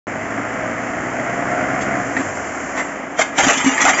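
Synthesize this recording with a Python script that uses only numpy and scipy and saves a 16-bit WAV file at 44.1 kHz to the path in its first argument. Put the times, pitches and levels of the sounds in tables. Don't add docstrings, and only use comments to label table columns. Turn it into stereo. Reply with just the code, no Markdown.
import sys
import numpy as np
from scipy import signal
from scipy.fft import rfft, irfft
from scipy.io import wavfile
from scipy.ndimage import uniform_filter1d, minimum_filter1d

SR = 44100
rng = np.random.default_rng(int(sys.argv[2]) if len(sys.argv) > 2 else 0)


def put_to_file(sound):
    columns = np.atleast_2d(sound).T
    safe = np.clip(columns, -1, 1)
    whole_steps = np.round(safe * 32767)
    wavfile.write(sys.argv[1], SR, whole_steps.astype(np.int16))


N = 176400
T = np.arange(N) / SR
HZ = np.fft.rfftfreq(N, 1 / SR)
TOP_HZ = 7600

# start_s, clang_db, rattle_db, boom_db, contact_s
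JACK_BLOWS = [(1.812, -41, -30.5, -28, 0.013), (2.165, -23, -54.5, -18.5, 0.012),
              (2.192, -24.5, -52, -17.5, 0.02), (2.767, -23, -34.5, -29.5, 0.042),
              (3.191, -11, -17.5, -24, 0.0016), (3.207, -17, -20.5, -43, 0.015),
              (3.383, -8, -15.5, -23, .016), (3.433, -16, -20, -25, .016), (3.466, -20, -24, -11, .006),
              (3.483, -7, -12.5, -30, .018), (3.532, -28, -23, -30, 0.0086),
              (3.571, -28, -21, -21.5, 0.011), (3.643, -25, -22, -13.5, 0.0034),
              (3.661, -22.5, -25.5, -8.5, .025), (3.712, -24.5, -33, -20.5, 0.021),
              (3.779, -18, -28, -26, .004), (3.816, -17, -16.5, -22, .005), (3.838, -25, -26, -18, .003),
              (3.852, -10.5, -16, -22, .004), (3.881, -12.5, -17.5, -19, .02),
              (3.935, -20.5, -40, -33, 0.0038), (3.978, -31, -31, -28, 0.027)]


def forklift():
    engine_speed = [(0, 50.5), (.25, 54), (.5, 56.5), (.8, 58.4), (1.25, 62.1), (1.5, 64.2), (1.75, 66.2),
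                    (1.91, 68), (2, 65), (2.1, 59), (2.22, 51), (2.4, 42), (2.6, 35.3), (3, 26), (4, 31.7)]
    engine_effort = [(0, -3), (.45, 0), (1.05, 0), (1.5, 2), (1.78, 2.6), (1.94, 2.3), (2.08, -.7),
                     (2.4, -1.5), (2.7, -2.3), (3, -5), (3.3, -8), (4, -3.5)]
    cylinders = [1, -1.2, .2, -1]
    firing_hz, effort_db = curve(engine_speed), curve(engine_effort)
    cycles = np.cumsum(firing_hz) / SR
    firing, phase = cycles.astype(int), cycles % 1
    strength = undb(np.array(cylinders)[firing % 4] + 1.2 * rng.standard_normal(N)[firing])
    pulses = unit(np.diff(firing, prepend=0) * strength)
    throb = unit(np.sqrt(strength) * (0.98 + np.exp(-phase)))
    drive = pulses + 0.4 * throb * stereo_noise(1)
    idle_fade = np.minimum(firing_hz / 50, 1) ** 2
    hum = exhaust_hum(cycles, strength, effort_db) * idle_fade
    pipe = exhaust_pipe(drive, cycles, effort_db, idle_fade)
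    block = clatter(throb, effort_db) + load_whine(drive, effort_db)
    hiss = engine_hiss(throb)
    singing = intake(drive, effort_db) + engine_orders(cycles, firing_hz, effort_db) + transmission()
    return (pan(hum, 41) + pan(pipe, -4) + pan(block, -8, lag_s=0.00014)
            + pan(hiss, -1) + pan(singing, -5.5, lag_s=0.00005))


def exhaust_hum(cycles, strength, effort_db):
    rumble_spectrum = [(25, -27.5), (45, -10), (65, -6), (95, -2.5), (160, -3.5), (300, -39.5)]  # freq_hz, gain_db
    tones = undb(-59.5) * np.sin(2 * np.pi * cycles) + undb(-36.5) * np.sin(2 * np.pi * 2 * cycles)
    hum = np.sqrt(2) * tones * uniform_filter1d(strength, size=900)
    rumble = undb(-39.5) * colour(rng.standard_normal(N), rumble_spectrum)
    return (hum + rumble) * undb(0.96 * effort_db)


def exhaust_pipe(drive, cycles, effort_db, idle_fade):
    pipe_resonances = [(130, 47, -23), (206.6, 26.7, -0.5), (263.7, 66, -3.5), (332.6, 15, -5),
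                       (357, 24, -5), (515.6, 17, -2)]
    ringing = unit(colour(resonate(drive, pipe_resonances), [(50, -20), (170, 0)]))
    drone = undb(-40 + effort_db) * idle_fade * rough_tone(3 * cycles)
    return undb(-34 + 1.5 * effort_db) * ringing + drone


def clatter(throb, effort_db):
    clatter_spectrum = [(100, -22), (250, 6.5), (450, -3), (700, 5.5), (930, -3), (1150, 2), (1600, 3),
                        (2100, 3.5), (2500, -7.5), (3100, -13), (3900, -33.5), (5200, -23), (7500, -33.5)]
    return undb(-23 + effort_db) * colour(throb * stereo_noise(0.63), clatter_spectrum)


def load_whine(drive, effort_db):
    band = [(1440, 190, 0)]  # pitch_hz, width_hz, level_db
    return undb(-40 + 3.4 * effort_db) * unit(resonate(resonate(drive, band), band))


def engine_hiss(throb):
    hiss_level = [(0, -45), (.8, -43), (1.8, -41), (2.3, -38), (2.75, -39), (3.05, -47.5), (4, -48)]  # time_s, level_db
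    hiss_spectrum = [(3000, -31.5), (4200, -13), (5200, -3.5), (6300, 6), (7400, 10), (8000, -16)]  # freq_hz, gain_db
    return undb(curve(hiss_level)) * colour(np.sqrt(throb) * stereo_noise(0.96), hiss_spectrum)


def intake(drive, effort_db):
    intake_resonances = [(633.5, 34, 7.5), (719, 43, 4), (2017, 67, -3.5)]  # pitch_hz, width_hz, level_db
    ringing = unit(colour(resonate(drive, intake_resonances), [(2200, -3.5), (3500, -53.5)]))
    return undb(-33.5 + 2 * effort_db) * ringing


def engine_orders(cycles, firing_hz, effort_db):
    orders = [(9, -7), (10, -2), (11, 0), (12, -3)]
    intake_peaks = [(622, 18, .5), (718, 24, -2)]  # pitch_hz, half_width_hz, level_db
    tones = 0
    for order, db in orders:
        swell = sum(undb(peak_db) / np.hypot(1, ((order * firing_hz - hz) / width) ** 2)
                    for hz, width, peak_db in intake_peaks)
        tones += undb(db) * swell * rough_tone(order * cycles)
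    whine = undb(-39 + 3.4 * effort_db) * rough_tone(22 * cycles)
    return undb(-29.5 + 1.4 * effort_db) * tones + whine


def transmission():
    gear_whine = [(1.3, 580, -55), (1.43, 596, -28), (1.55, 612, -29), (1.62, 623, -21), (1.7, 635, -28),
                  (1.85, 660, -29), (1.92, 676, -23), (2.05, 666, -31), (2.2, 640, -55)]
    times, hz, db = np.array(gear_whine).T
    level = undb(np.interp(T, times, db)) * (T > times[0]) * (T < times[-1])
    return level * rough_tone(np.cumsum(np.interp(T, times, hz)) / SR)


def pallet_jack():
    scrape_level = [(3.33, -44), (3.38, -24), (3.52, -40), (3.6, -23.5), (3.74, -28), (3.84, -18),
                    (3.92, -37), (4, -19)]
    clang_spectrum = [(40, -27), (150, -7), (360, 1), (500, 0.5), (680, 6.5), (830, 5.5), (1080, 2.5),
                      (1400, 7.5), (1650, 5.5), (2050, 9), (2600, 0), (3400, -14), (4200, -17.5),
                      (7500, -17)]
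    rattle_spectrum = [(1500, -17), (3200, 4), (4200, -10), (5000, -9), (5900, 4), (6700, 4), (7500, 6),
                       (8000, -22)]
    frame_modes = [(663, -2, 1.3), (798, -1, 1.3), (932, -5, 1.3), (1027, -5, 1.3), (1165, -5, 1),
                   (1252, -3, 1.2), (1344, -4, .9), (1682, -3, .8), (1788, -3, .6), (2000, 0, .6),
                   (2397, -1, .9), (2870, -10, .35), (3451, -10, .3), (4797, -8, .22), (5512, -11, .3),
                   (6700, -8, .35), (7444, -3, .45)]
    scrape = undb(curve(scrape_level)) * (T > scrape_level[0][0]) * grit(90, spread_db=3.5)
    chatter = grit(600, spread_db=1)
    push = chatter * stereo_noise(0.63)
    clang = colour(push, clang_spectrum)
    rattle = colour(chatter * stereo_noise(0.73), rattle_spectrum)
    crash = scrape * (clang + undb(-19.5) * rattle)
    force = scrape * push
    parts = ring(crash, small_parts())
    for start, clang_db, rattle_db, _, contact_s in JACK_BLOWS:
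        near = slice(int((start - .1) * SR), int((start + .4) * SR))
        age = T[near] - start
        clang_level = undb(clang_db) * contact(age, contact_s, swell_in_db=-12)
        rattle_level = undb(rattle_db) * contact(age, contact_s, swell_in_db=-6.5)
        blow = clang_level * clang[:, near] + rattle_level * rattle[:, near]
        force[:, near] += clang_level * push[:, near]
        crash[:, near] += blow
        parts[:, near] += ring(blow, small_parts())[:, :len(age)]
    frame = ring(force, steel(frame_modes))
    metal = undb(-4) * crash + undb(-3) * parts + undb(-8) * frame
    return pan(metal + fork_boom() + clinks() + jingle() + road_thumps(), -1.5)


def contact(age, length_s, swell_in_db, rise_s=0.011, release_s=0.008):
    swell_in = undb(swell_in_db) * np.exp(-abs(age) / rise_s)
    hold = np.exp(-np.maximum(age - length_s, 0) / release_s)
    return np.where(age < 0, swell_in, hold)


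def steel(modes):
    t = T[:int(SR * min(max(t60 for _, _, t60 in modes), 1))]
    phases = rng.uniform(0, 2 * np.pi, (len(modes), 1)) + 1.235 * rng.standard_normal((len(modes), 2))
    return sum(undb(db - 60 * t / t60) / np.sqrt(t60) * np.sin(2 * np.pi * hz * t + phase[:, None])
               for (hz, db, t60), phase in zip(modes, phases))


def small_parts(count=40, lowest_hz=420, t60_s=0.05):
    position = (np.arange(count) + rng.random(count)) / count
    pitches = lowest_hz + position ** 1.3 * (TOP_HZ - lowest_hz)
    levels = 3 * rng.uniform(-0.41, 1, count)
    return steel([(hz, db, t60_s) for hz, db in zip(pitches, levels)])


def fork_boom(pitch_hz=268, rise_s=0.0033, release_s=0.0082):
    swell = np.zeros(N)
    for start, _, _, db, contact_s in JACK_BLOWS:
        attack = np.clip((T - start) / rise_s, 0, 1)
        swell += undb(db) * attack * np.exp(-np.maximum(T - start - contact_s, 0) / release_s)
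    return undb(1.5) * swell * np.sin(2 * np.pi * pitch_hz * T)


def clinks(spread=0.0523, count=5):
    strikes = [(2.167, 1900, -9.5, .05), (2.19, 585, -17, .09), (3.194, 685, -7, .07),
               (3.383, 3200, -7, .03), (3.394, 805, -3, .06), (3.487, 1500, -7, .06),
               (3.498, 2020, -5, .05), (3.645, 2030, -15, .06), (3.779, 1800, -10, .046),
               (3.804, 1950, -13, .05), (3.818, 2030, -12, .06), (3.852, 760, 1, .075),
               (3.866, 930, -8, .08), (3.881, 1120, -7, .07), (3.897, 720, -3, .08),
               (3.932, 2120, -14, .05)]
    out = np.zeros(N)
    for start, hz, db, t60 in strikes:
        age = np.maximum(T - start, 0)
        offsets = np.linspace(-1, 1, count) + rng.uniform(-0.38, 0.081, count)
        cluster = sum(np.sin(2 * np.pi * (hz * (1 + spread * k) * age + rng.random())) for k in offsets)
        out += (T > start) * undb(db - 60 * age / t60) * cluster / np.sqrt(count)
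    return out


def jingle(from_s=3.4, strikes_per_s=44, t60_s=0.16):
    mode_bands = [(800, 1500), (1500, 2450), (2700, 3600), (4800, 6500), (6200, 7550), (6600, 7550)]
    out = np.zeros((2, N))
    for k in range(int((T[-1] - from_s) * strikes_per_s)):
        start = int((from_s + (k + rng.random()) / strikes_per_s) * SR)
        ping = steel([(rng.uniform(low, high), 0, t60_s) for low, high in mode_bands])[:, :N - start]
        gain = undb(-26.5 + 3.5 * rng.uniform(-1, 1)) * np.sqrt(t60_s)
        out[:, start:start + ping.shape[1]] += gain * ping
    return out


def road_thumps(decay_s=0.025):
    landings = [(3.432, -22), (3.475, -23.5), (3.88, -34)]  # start_s, level_db
    thump_spectrum = [(25, -16), (80, 5.5), (170, 6), (450, 8), (900, -32)]  # freq_hz, gain_db
    swell = sum(undb(db) * (T > start) * np.exp(-abs(T - start) / decay_s) for start, db in landings)
    return swell * colour(stereo_noise(0.68), thump_spectrum)


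def building_echo(x, delay_s=0.02, t60_s=0.3):
    t = T[:SR]
    tail = rng.standard_normal((2, SR)) * undb(-60 * t / t60_s) * (t > delay_s)
    return undb(-12.5) * ring(x, tail)


def street():
    street_spectrum = [(25, -38), (70, -23.5), (150, 0.5), (235, -1.5), (280, 14.5), (330, 1), (450, 0.5),
                       (670, 4.5), (900, 0), (2000, -7), (3000, -16), (4000, -36.5), (7000, -54)]
    return pan(undb(-29) * colour(stereo_noise(0.72), street_spectrum), 0.36)


def undb(db):
    return 10 ** (np.asarray(db) / 20)


def unit(x):
    return x / np.sqrt(np.mean(x ** 2))


def curve(rows):
    return np.interp(T, *np.array(rows).T)


def colour(x, rows):
    hz, db = np.array(rows).T
    gain = undb(np.interp(np.log(HZ + 1), np.log(hz), db)) * (HZ < TOP_HZ * 1.1)
    return irfft(rfft(x) * unit(gain), N)


def resonate(x, rows):
    return sum((-1) ** k * undb(db) * signal.lfilter(*signal.iirpeak(hz, hz / width, SR), x)
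               for k, (hz, width, db) in enumerate(rows))


def ring(x, response):
    response = response / np.sqrt(np.mean(np.sum(response ** 2, axis=-1)))
    return signal.fftconvolve(x, response, axes=-1)[:, :N]


def stereo_noise(correlation):
    shared = np.sqrt(correlation) * rng.standard_normal(N)
    return shared + np.sqrt(1 - correlation) * rng.standard_normal((2, N))


def grit(rate, spread_db):
    return unit(undb(spread_db * np.clip(rng.standard_normal(N), -2, 2))[(T * rate).astype(int)])


def rough_tone(cycles, wavers_per_s=60):
    jitter = 0.06 * uniform_filter1d(rng.standard_normal(N)[(T * wavers_per_s).astype(int)], size=300)
    strength = uniform_filter1d(grit(wavers_per_s, spread_db=5.5), size=300)
    return strength * np.sin(2 * np.pi * (cycles + jitter + rng.random()))


def pan(x, left_db, lag_s=0):
    left, right = np.broadcast_to(x, (2, N))
    gain = unit(undb([left_db / 2, -left_db / 2]))
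    return np.array([gain[0] * left, gain[1] * np.interp(T - lag_s, T, right)])


def scene():
    jack = pallet_jack()
    return forklift() + jack + building_echo(jack) + street()


def record(dry, start_s=0.069, ceiling_db=-0.3):
    x = dry * (T > start_s)
    gain = np.minimum(1, undb(ceiling_db) / (abs(x).max(axis=0) + 1e-9))
    limited = x * uniform_filter1d(minimum_filter1d(gain, size=60), size=60)
    return signal.sosfilt(signal.ellip(10, .2, 70, TOP_HZ, fs=SR, output="sos"), limited)


dry = scene()
out = record(dry)
put_to_file(out)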